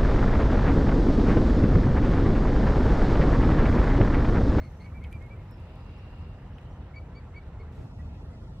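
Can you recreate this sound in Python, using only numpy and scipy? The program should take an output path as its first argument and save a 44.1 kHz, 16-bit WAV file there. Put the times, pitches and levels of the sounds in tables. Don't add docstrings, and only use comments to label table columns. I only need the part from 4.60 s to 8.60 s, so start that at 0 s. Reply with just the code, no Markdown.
import sys
import numpy as np
from scipy import signal
from scipy.io import wavfile
from scipy.ndimage import uniform_filter1d

SR = 44100
rng = np.random.default_rng(int(sys.argv[2]) if len(sys.argv) > 2 else 0)


def put_to_file(sound):
    columns = np.atleast_2d(sound).T
    safe = np.clip(columns, -1, 1)
    whole_steps = np.round(safe * 32767)
    wavfile.write(sys.argv[1], SR, whole_steps.astype(np.int16))


N = 176400
T = np.arange(N) / SR


def from_db(db):
    return 10 ** (np.asarray(db) / 20)


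def rms_one(x):
    return x / np.sqrt(np.mean(x ** 2) + 1e-20)


def level(rows):
    return from_db(np.interp(T, *np.transpose(rows)))


def at_hz(points, hz):
    frequencies, values = np.transpose(points)
    return np.interp(np.log(hz), np.log(frequencies), values)


def pan(db):
    return from_db(np.array([[.5], [-.5]]) * db)


def band(x, low, high):
    sos = signal.butter(2, [low, min(high, SR / 2 - 1000)], "band", fs=SR, output="sos")
    return signal.sosfilt(sos, x + 1e-18)


def drift(corner_hz):
    pole = np.exp(-40 * np.pi * corner_hz / SR)
    slow = signal.lfilter([1], [1, -2 * pole, pole * pole], rng.standard_normal(N // 20 + 2002))[2000:]
    return np.interp(np.arange(N) / 20, np.arange(len(slow)), rms_one(slow))


def burst(start_s, decay_s):
    return (T >= start_s) * np.exp(-np.clip((T - start_s) / decay_s, 0, 20))


def wash(spectrum, flicker_db):
    # frequency in Hz, correlation between left and right.
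    correlation = [(200, 0.98), (480, 0.91), (950, 0.93), (1890, 0.6), (3770, -0.35), (7520, 0.88),
                   (15000, -0.27)]
    out, edges = 0, 125 * 2 ** np.arange(0, 7.1, .5)
    white = rng.standard_normal((2, 2, N))
    for k, (low, high) in enumerate(zip(edges, edges[1:])):
        hz = np.sqrt(low * high)
        mid, side = band(white[k % 2], low, high)
        alike = at_hz(correlation, hz)
        stereo = np.sqrt(1 + alike) * mid + np.sqrt(1 - alike) * side * [[1], [-1]]
        out = out + from_db(at_hz(spectrum, hz) + flicker_db * drift(23)) * stereo
    return rms_one(out)


def traffic():
    # frequency in Hz, relative spectral density in dB.
    rumble_spectrum = [(20, -26), (31, -18), (40, 0), (50, -20.5), (62, -2), (77, 3), (100, -1), (125, -4),
                       (160, -7), (200, -12.5), (260, -17), (340, -35.5), (600, -29)]
    tyre_spectrum = [(150, -7), (300, 1), (480, 2), (650, -3), (950, 0), (1400, -9.5), (2000, -10.5),
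                     (2800, -20), (3600, -21), (5000, -31.5), (7500, -30.5), (10000, -40.5), (15000, -43)]
    # time in seconds, relative level of the rumble in dB.
    rumble_swell = [(0, -38), (.2, -40.5), (.35, -37.5), (.47, -39.5), (.78, -39), (1.15, -42.5),
                    (1.4, -41.5), (1.52, -39.5), (1.65, -41), (2.35, -40.5), (2.8, -43), (3.4, -38),
                    (3.8, -41), (4, -39.5)]
    # frequency in Hz, level in dB, rms frequency deviation in Hz.
    engines = [(49.04, -50, 1.19), (76.96, -52.5, 2.756), (505.5, -69, 3.78), (636, -71.5, 1.97)]
    edges = 18 * 2 ** (np.arange(16) / 3)
    white = rng.standard_normal((2, N + SR))
    rumble, hum = 0, 0
    for k, (low, high) in enumerate(zip(edges, edges[1:])):
        gain = from_db(at_hz(rumble_spectrum, np.sqrt(low * high)))
        rumble += gain * band(white[k % 2], low, high)[SR:]
    for hz, db, waver_hz in engines:
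        phase = 2 * np.pi * np.cumsum(hz + waver_hz * drift(3.87)) / SR
        hum += from_db(db) * np.sqrt(2) * np.sin(phase)
    left, right = wash(tyre_spectrum, flicker_db=1.73)
    left_lag_s = .00005
    tyres = pan(-1) * np.array([np.interp(T - left_lag_s, T, left), right])
    return from_db(-1) * level(rumble_swell) * rms_one(rumble) + hum + from_db(-54.5) * tyres


def leaves():
    # time in seconds, level in dB.
    rustle = [(0, -79.5), (.55, -79), (.75, -83), (1.1, -84), (4, -100)]
    grains = rng.standard_normal((2, N)) * from_db(2.2 * drift(150))
    return level(rustle) * rms_one(band(grains, 4330, 14500))


def cygnets():
    # middle and length in seconds, top pitch in Hz, level in dB, relative level of the
    # octave in dB, roughness from 0 to 1, catch in the voice from 0 to 1, leftward pan in dB.
    peeps = [(0.046, 0.087, 2192, -64, -7.5, 0.88, 0.3, 0), (.234, 0.065, 2204, -62, -6, 0.88, 0.3, 2.5),
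             (.265, .047, 2250, -57.5, -30, 0.2, 0.13, -2), (0.368, 0.049, 2340, -57.5, -33, 0.07, 0, -2.1),
             (0.443, 0.057, 2210, -56.5, -26, 0.54, 0.06, -1.1), (0.546, 0.051, 2375, -53.5, -27, 0, 0, -3),
             (0.64, 0.072, 2186, -59.5, -38, 0, 0.05, -8), (0.723, 0.045, 2340, -56, -29, 0.2, 0, -1.5),
             (0.789, 0.05, 2130, -66.5, -30, .8, 0.2, -5), (2.374, 0.037, 2300, -49, -14, 0.08, 0.8, 0),
             (2.574, 0.043, 2290, -58, -6.5, 0, 0.29, 1.5), (2.775, 0.038, 2273, -49.5, -20, 0, 0.73, -0.5),
             (3.012, 0.028, 2173, -57.5, -16, 0.43, 0.4, -1), (3.405, 0.026, 1934, -59.5, -23, 0.2, 0.5, 1),
             (3.58, 0.038, 1970, -69, -23, 0.35, 0, 5), (3.744, .05, 2044, -67.5, -16, 0.4, 0.03, -1)]
    arch_drop, arch_s = .029, .0265
    lead_s, catch_s, catch_width_s = .026, .0186, .0059
    out = np.zeros((2, N))
    jitter, flutter, wobble = drift(260), drift(260), drift(35)
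    for middle, length, hz, db, octave_db, rough, catch, pan_db in peeps:
        near = np.abs(T - middle) < length
        t = T[near] - middle
        onset = np.clip(-2 * t / length, 0, 1)
        rasp = np.maximum(rough, .34 * onset)
        arch = 1 - 2 * arch_drop * (1 - .5 ** ((t / arch_s) ** 2))
        pitch = hz * (arch + .038 * rasp * jitter[near] + .0052 * wobble[near])
        scoop = 1 - 2.06 * catch * np.maximum(-(t + catch_s), 0)
        phase = 2 * np.pi * np.cumsum(pitch * scoop) / SR
        swell = np.exp(-np.abs(2 * t / length) ** 3.6)
        lead = from_db(-4.5) * np.exp(-((t + lead_s) / (2 * catch_width_s)) ** 2)
        voice_break = 1 - catch * np.exp(-((t + catch_s) / catch_width_s) ** 2)
        fundamental = (swell + catch * lead) * voice_break * np.sin(phase)
        third, fourth = from_db(-28.5 + 18 * onset), from_db(-14.5) * rough
        overtones = np.sin(2 * phase) + third * np.sin(3 * phase) + fourth * np.sin(4 * phase)
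        note = fundamental + from_db(octave_db) * swell * overtones
        out[:, near] += pan(pan_db) * from_db(db) * np.sqrt(2) * note * (1 + .64 * rasp * flutter[near])
    return out


def stems():
    # start in seconds, initial level in dB, centre frequency in Hz.
    ticks = [(.1211, -67, 12000), (.3686, -73, 11000), (.4392, -60, 7500), (.471, -68, 9000),
             (.5135, -63, 12000), (.5228, -62, 11000), (0.528, -54, 9000), (.5505, -68, 9500),
             (.624, -64, 5970), (.6644, -69, 9000), (0.911, -56, 14000), (1.0011, -68, 12500),
             (1.1557, -67.5, 8500), (1.3823, -69, 12500), (1.5857, -73, 10000), (1.9839, -67.5, 9000),
             (2.0133, -72, 10000), (2.403, -75, 9800)]
    decay_s = .0014
    out, grit = np.zeros((2, N)), rng.standard_normal((2, N))
    for start, db, hz in ticks:
        near = (T >= start) & (T < start + 10 * decay_s)
        stereo = grit[0, near] + .4 * grit[1, near] * [[1], [-1]]
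        snap = rms_one(band(stereo, hz * .64, hz * 1.34))
        out[:, near] += from_db(db) * snap * np.exp(-(T[near] - start) / decay_s)
    return out


def plips():
    # start in seconds, relative level in dB.
    splashes = [(.262, -64), (0.4406, -60), (0.4452, -55.5), (.527, -60), (0.617, -67), (1.983, -57)]
    # resonant frequency in Hz, gain in dB, time to decay by 60 dB in seconds.
    bubble_modes = [(1910, 3.5, 0.028), (2160, -3, 0.06), (2500, 8.5, 0.021), (3110, 4, 0.016)]
    starts, levels_db = np.transpose(splashes)
    puffs = sum(from_db(db + 12) * burst(start, decay_s=.0046) for start, db in splashes)
    spray_hz = (1400, 3700)
    spray = band(puffs * rng.standard_normal(N), *spray_hz)
    out = band(spray, *spray_hz)
    for hz, mode_db, t60 in bubble_modes:
        impulses = np.zeros(N)
        strengths = from_db(levels_db + mode_db + rng.normal(0, .67, len(starts)))
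        onsets = starts + rng.uniform(0, .002, len(starts))
        impulses[(onsets * SR).astype(int)] = strengths
        radius, angle = from_db(-60 / (t60 * SR)), 2 * np.pi * hz / SR
        feedback = [1, -2 * radius * np.cos(angle), radius ** 2]
        out += signal.lfilter([0, np.sin(angle)], feedback, impulses + 1e-18)
    return out


def bank_echoes(x):
    echo_db, t60_s = -13, .2
    out = np.zeros((2, N))
    for k, delay in enumerate(rng.uniform(.004, .14, size=24)):
        lag = int(delay * SR)
        out[k % 2, lag:] += from_db(-60 * delay / t60_s) * x[k % 2, :-lag]
    return from_db(echo_db) * out


def songbirds():
    # start and length in seconds, first and last frequency in Hz, level in dB.
    whistles = [(.865, .135, 5380, 5365, -72.5), (1.368, .045, 4400, 6000, -76.5),
                (1.91, .075, 4600, 6400, -80), (2.095, .07, 5350, 6100, -79.5)]
    # centre and bandwidth in Hz, level in dB, middle and half length in seconds.
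    trills = [(2756, 134, -67, 1.44, 0.34), (2500, 790, -69.5, 1.27, 0.46), (3540, 980, -76, 1.28, 0.39),
              (4180, 710, -78, 1.4, 0.37), (4890, 320, -79.5, 1.34, 0.5), (2940, 330, -72, 2.04, 0.23),
              (2250, 190, -86, 1.7, 0.17), (3000, 400, -89, 3.2, 0.32), (2610, 220, -76, 3.33, 0.27),
              (5900, 1300, -78, 0.095, 0.21)]
    out = np.zeros((2, N))
    for start, length, first_hz, last_hz, db in whistles:
        progress = np.clip((T - start) / length, 0, 1)
        glide = last_hz + (first_hz - last_hz) * (1 - progress) ** 1.6
        phase = 2 * np.pi * np.cumsum(glide * (1 + .0029 * drift(150))) / SR
        out += from_db(db) * np.sin(np.pi * progress) * np.sin(phase) * (1 + .47 * drift(60))
    for hz, width, db, middle, half_length in trills:
        song = rms_one(band(rng.standard_normal((2, N)), hz - width / 2, hz + width / 2))
        swell = 1 / (1 + np.abs((T - middle) / half_length) ** 5.4)
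        out += from_db(db + 1.5 * drift(18)) * swell * song
    return out


def zoom_motor():
    # time in seconds, level in dB.
    hiss_levels = [(3.09, -110), (3.125, -73.5), (3.22, -72), (3.28, -68.5), (4, -69)]
    # frequency in Hz, relative spectral density in dB.
    hiss_spectrum = [(300, -26), (1500, -16), (2700, 4.5), (4000, 5.5), (6500, 0), (9000, -4.5),
                     (14000, -7)]
    knock_s, decay_s = 3.18, .042
    hiss = level(hiss_levels) * wash(hiss_spectrum, flicker_db=-1.0)
    vibration = rms_one(band(rng.standard_normal(N), 222, 532))
    gear_noise = rms_one(band(rng.standard_normal((2, N)), 234, 450))
    knock = band(from_db(-45.5) * burst(knock_s, decay_s) * gear_noise, 91, 1100)
    running = np.clip((T - knock_s) / decay_s, 0, 1)
    return hiss + knock + from_db(-67) * running * vibration * [[1], [-1]]


def noise_reduction(x):
    # frequency in Hz, share of the mean amplitude subtracted.
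    shares = [(300, 0), (700, 0.068), (1200, 0.38), (2100, 0.4), (3200, 0.49), (6000, 0.59), (9000, 0.65),
              (14000, 1)]
    start_s, fade_s, floor_db = 3.22, .06, -20
    hz, times, spectrum = signal.stft(x, SR, nperseg=1024)
    strength = np.sqrt(uniform_filter1d(np.abs(spectrum) ** 2, size=3, axis=1) + 1e-24)
    mean_strength = uniform_filter1d(strength[:, times > start_s].mean(axis=1), size=9)
    noise = mean_strength * at_hz(shares, hz + 1)
    depth = np.clip((times - start_s) / fade_s, 0, 1)
    gain = np.maximum(1 - depth * noise[:, None] / strength, from_db(floor_db))
    return signal.istft(spectrum * gain, SR, nperseg=1024)[1][:N]


def scene():
    near = cygnets() + stems() + plips()
    return near + bank_echoes(near) + leaves() + songbirds() + traffic() + zoom_motor()


def record(dry):
    mid, side = noise_reduction(dry.mean(axis=0)), (dry[0] - dry[1]) / 2
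    cutoff_hz = 15200
    treble_cut = signal.ellip(10, .1, 80, cutoff_hz, fs=SR, output="sos")
    return signal.sosfilt(treble_cut, mid + side * [[1], [-1]])


dry = scene()
out = record(dry)
put_to_file(out)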